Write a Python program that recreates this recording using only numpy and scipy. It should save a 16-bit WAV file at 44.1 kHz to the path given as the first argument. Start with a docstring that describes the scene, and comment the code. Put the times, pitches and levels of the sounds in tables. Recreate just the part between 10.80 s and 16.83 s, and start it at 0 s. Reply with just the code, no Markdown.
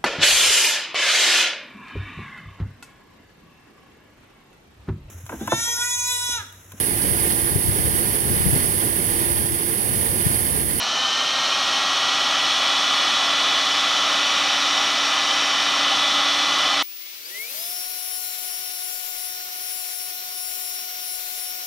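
"""A heat gun, just switched on, blows on heat-shrink tubing at a small boat's helm; close, in mono.
First the motor creeps up to full speed: turbulent air excites the resonances of housing and nozzle,
while the shaft hums and fan and motor whine at harmonics of the rotation rate. A thin whistle passes.
Near 3.4 s the nozzle is brought close to the tubing and the hiss sharpens. Near 4.9 s it is drawn back;
the jet slips off the tubing, the nozzle rings up briefly, and two more faint whistles come and go."""
import sys
import numpy as np
from scipy import signal
from scipy.fft import rfft, irfft
from scipy.io import wavfile
from scipy.ndimage import map_coordinates

SR = 44100
rng = np.random.default_rng(int(sys.argv[2]) if len(sys.argv) > 2 else 0)


def store_pcm(level_fs):
    """Save levels as 16-bit WAV."""
    pcm = np.round(np.clip(level_fs, -1, 1) * 32767).astype(np.int16)
    wavfile.write(sys.argv[1], SR, np.atleast_2d(pcm).T)


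N = 265790
TIME = np.arange(N) / SR
BIN_HZ = np.maximum(np.arange(N // 2 + 1) * SR / N, 1)
FULL_SPEED_HZ, CUTOFF_HZ = 285.9, 15850
HUM_ORDER, BLADE_ORDER, WHINE_ORDER = 1, 7, 12  # multiples of the rotation rate

# Broadband rush of the air at full speed: f/Hz, spectral density level/dB
RUSH_SPECTRUM = [(25, -113.5), (45, -96), (75, -80.5), (160, -73.5), (290, -67), (470, -70.5), (600, -61),
                 (1600, -63.5), (2900, -70.5), (4100, -61), (6000, -71), (7700, -80), (10000, -85),
                 (15500, -99.6)]
# Air resonances of housing and nozzle at full speed: f/Hz, width/Hz, peak density level/dB
CAVITY_MODES = [(660, 76, -65), (792, 94, -55.5), (1122, 226, -54), (1245, 117, -53), (1346, 132, -53),
                (1843, 133, -58.5), (2465, 500, -57.5), (3036, 268, -50.5), (3554, 480, -56),
                (3864, 155, -54.5), (4230, 240, -59), (4560, 81, -71), (4970, 230, -66.5),
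                (5460, 480, -59.5), (5993, 370, -62.5), (6550, 280, -73.5), (7180, 360, -73.5),
                (8370, 1060, -80.5), (9100, 400, -84), (11600, 360, -90)]
# Bands of the rush: lower edge f/Hz, exponent of fan speed, gain with the nozzle close/dB
RUSH_BANDS = [(0, 2, -0.1), (990, 4, -1.2), (1500, 3.5, 0.3), (2850, 2.6, -0.4), (3140, 3.2, 0.8),
              (4000, 0, -2.5), (4400, 1.8, -0.5), (5250, 4, .3), (5510, 0, 3.5), (5870, 0, 0),
              (7400, 3, -0.1)]
# Quick and slow stage of the run-up: initial shortfall in rotation rate/Hz, time constant/s
SPIN_UP_STAGES = [(24.06, .42), (20.24, 1.25)]
# Fan whine, swelling briefly as its pitch runs up through a housing resonance, later rising and fading as the
# gun is turned: t/s, level/dB
WHINE_ENVELOPE = [(0.0, -37), (0.22, -26.5), (0.5, -33), (1.5, -30), (1.7, -27), (2.8, -27.5), (4.6, -36),
                  (5.2, -26.5), (6.03, -30)]
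# Weaker motor harmonics at full speed: order, level/dB
WEAK_HARMONICS = [(3, -51.5), (4, -48.5), (5, -39), (6, -41.5), (8, -43), (10, -46.5), (11, -48),
                  (13, -38.5), (15, -43), (16, -40), (21, -46), (30, -59)]
# Spectral envelope of all remaining harmonics at full speed: f/Hz, level per line/dB
BUZZ_SPECTRUM = [(2500, -49), (5700, -52), (6500, -50), (7200, -65), (8300, -63), (9800, -74), (12300, -71),
                 (14000, -76), (15700, -81)]
# Whistles at the nozzle: centre t/s, duration/s, f/Hz, peak rms level/dB
NOZZLE_WHISTLES = [(1.85, .9, 13520, -68), (5.55, .9, 13430, -66), (5.7, 1.0, 12050, -63)]


def airflow(relative_speed, closeness, flutter_db=.36, gust_db=.1):
    """Forced resonance: turbulence drives fixed cavities, and the nearby tubing colours the jet."""
    cavity_power = sum(resonance(*mode) ** 2 for mode in CAVITY_MODES)
    rush_power = from_db(level_at(RUSH_SPECTRUM, BIN_HZ)) ** 2
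    jet_spectrum = turbulence(np.sqrt(rush_power + cavity_power))
    band_of_bin = np.searchsorted([row[0] for row in RUSH_BANDS[1:]], BIN_HZ)
    rush = 0
    for k, (_, exponent, close_db) in enumerate(RUSH_BANDS):
        band = irfft(jet_spectrum * (band_of_bin == k), N)
        eddy_db = flutter_db * drift(rate=12)  # eddies of each size flutter on their own
        rush += band * relative_speed ** exponent * from_db(close_db * closeness + eddy_db)
    return rush * from_db(gust_db * drift(rate=7.5))


def hum_and_whine(shaft_angle, relative_speed, drawn_back, waver_db=.17):
    """Periodic forcing: shaft and fan radiate strong tones, phase-locked to the rotation."""
    speed_db = 20 * np.log10(relative_speed)  # its multipliers below are power-law exponents
    hum_db = -47.5 + 2.6 * speed_db + .86 * TIME
    levels = {HUM_ORDER: hum_db,
              2 * HUM_ORDER: hum_db - 2.5,
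              BLADE_ORDER: -35 + 4.1 * speed_db + 1.6 * drawn_back,
              WHINE_ORDER: np.interp(TIME, *np.transpose(WHINE_ENVELOPE)),
              2 * WHINE_ORDER: -48.5 - 2.5 * speed_db - 11 * drawn_back}
    return sum(harmonic(shaft_angle, order, db + waver_db * drift(rate=18))
               for order, db in levels.items())


def motor_buzz(shaft_angle, relative_speed):
    """Interference: dashboard reflections make the weak harmonics fade in and out as the hand moves."""
    strong_orders = (HUM_ORDER, 2 * HUM_ORDER, BLADE_ORDER, WHINE_ORDER, 2 * WHINE_ORDER)
    buzz = 0
    for order in range(1, int(CUTOFF_HZ / FULL_SPEED_HZ) + 1):
        if order not in strong_orders:
            hz = order * FULL_SPEED_HZ
            db = dict(WEAK_HARMONICS).get(order, level_at(BUZZ_SPECTRUM, hz))
            fading_db = np.sqrt(hz / 4000) * np.minimum(drift(rate=2.57), 1.5)  # short waves fade most
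            buzz += harmonic(shaft_angle, order, db + fading_db)
    return buzz * relative_speed


def nozzle_swell():
    """Transient excitation: a nozzle resonance rings up as the jet slips off the tubing."""
    ring = irfft(turbulence(resonance(hz=3600, width_hz=450, db=-54.5)), N)
    return ring * swell(centre_s=5.34, half_width_s=.2)


def nozzle_whistles():
    """Sharp resonance: air noise confined to a narrow band is heard as a thin whistle."""
    whistles = 0
    for centre_s, duration_s, hz, db in NOZZLE_WHISTLES:
        band = irfft(turbulence(resonance(hz, width_hz=70, db=0)), N)
        whistles += from_db(db) * band / band.std() * swell(centre_s, duration_s / 2)
    return whistles


def turbulence(gain):
    """Spectral shaping: the spectrum of white noise weighted by an amplitude density."""
    return rfft(rng.standard_normal(N)) * gain * np.sqrt(SR / 2)


def resonance(hz, width_hz, db):
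    """Lorentzian gain curve of one air resonance; the width is taken at half amplitude."""
    return from_db(db) / (1 + (2 * (BIN_HZ - hz) / width_hz) ** 2)


def harmonic(shaft_angle, order, db):
    """Simple harmonic motion of given rms level at a multiple of the rotation rate."""
    return np.sqrt(2) * from_db(db) * np.sin(order * shaft_angle + 2 * np.pi * rng.random())


def drift(rate):
    """Smooth random modulation of about unit spread, changing some `rate` times a second."""
    knots = rng.standard_normal(4096)
    coarse_s = TIME[::32]
    curve = map_coordinates(knots, [coarse_s * rate], order=3, mode="mirror")
    return np.interp(TIME, coarse_s, curve)


def swell(centre_s, half_width_s):
    """Gaussian envelope of height 1."""
    return np.exp(-((TIME - centre_s) / half_width_s) ** 2)


def hand_move(centre_s, duration_s=.35):
    """Sigmoid travel of the hand from 0 to 1."""
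    return .5 + .5 * np.tanh(2 * (TIME - centre_s) / duration_s)


def level_at(spectrum, hz):
    """Interpolation of level on a logarithmic frequency axis."""
    knot_hz, db = np.transpose(spectrum)
    return np.interp(np.log(hz), np.log(knot_hz), db)


def from_db(db):
    """Amplitude ratio for a level in decibels."""
    return 10 ** (np.asarray(db) / 20)


def scene():
    """Superposition: air noise and motor tones add, while the speed nears its limit exponentially."""
    speed_hz = FULL_SPEED_HZ - sum(shortfall * np.exp(-TIME / tau) for shortfall, tau in SPIN_UP_STAGES)
    relative_speed = speed_hz / FULL_SPEED_HZ
    moved_in, drawn_back = hand_move(centre_s=3.36), hand_move(centre_s=4.9)
    air = airflow(relative_speed, closeness=moved_in - drawn_back) + nozzle_swell() + nozzle_whistles()
    speed_wobble = 1 + .0003 * drift(rate=20)
    shaft_angle = 2 * np.pi * np.cumsum(speed_hz * speed_wobble) / SR
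    tones = hum_and_whine(shaft_angle, relative_speed, drawn_back)
    gun = air + tones + motor_buzz(shaft_angle, relative_speed)
    return np.array([gun, gun])


def record(dry):
    """Band limiting: an elliptic low-pass filter cuts the top steeply."""
    return signal.sosfilt(signal.ellip(12, .1, 90, CUTOFF_HZ, fs=SR, output="sos"), dry)


dry = scene()
out = record(dry)
store_pcm(out)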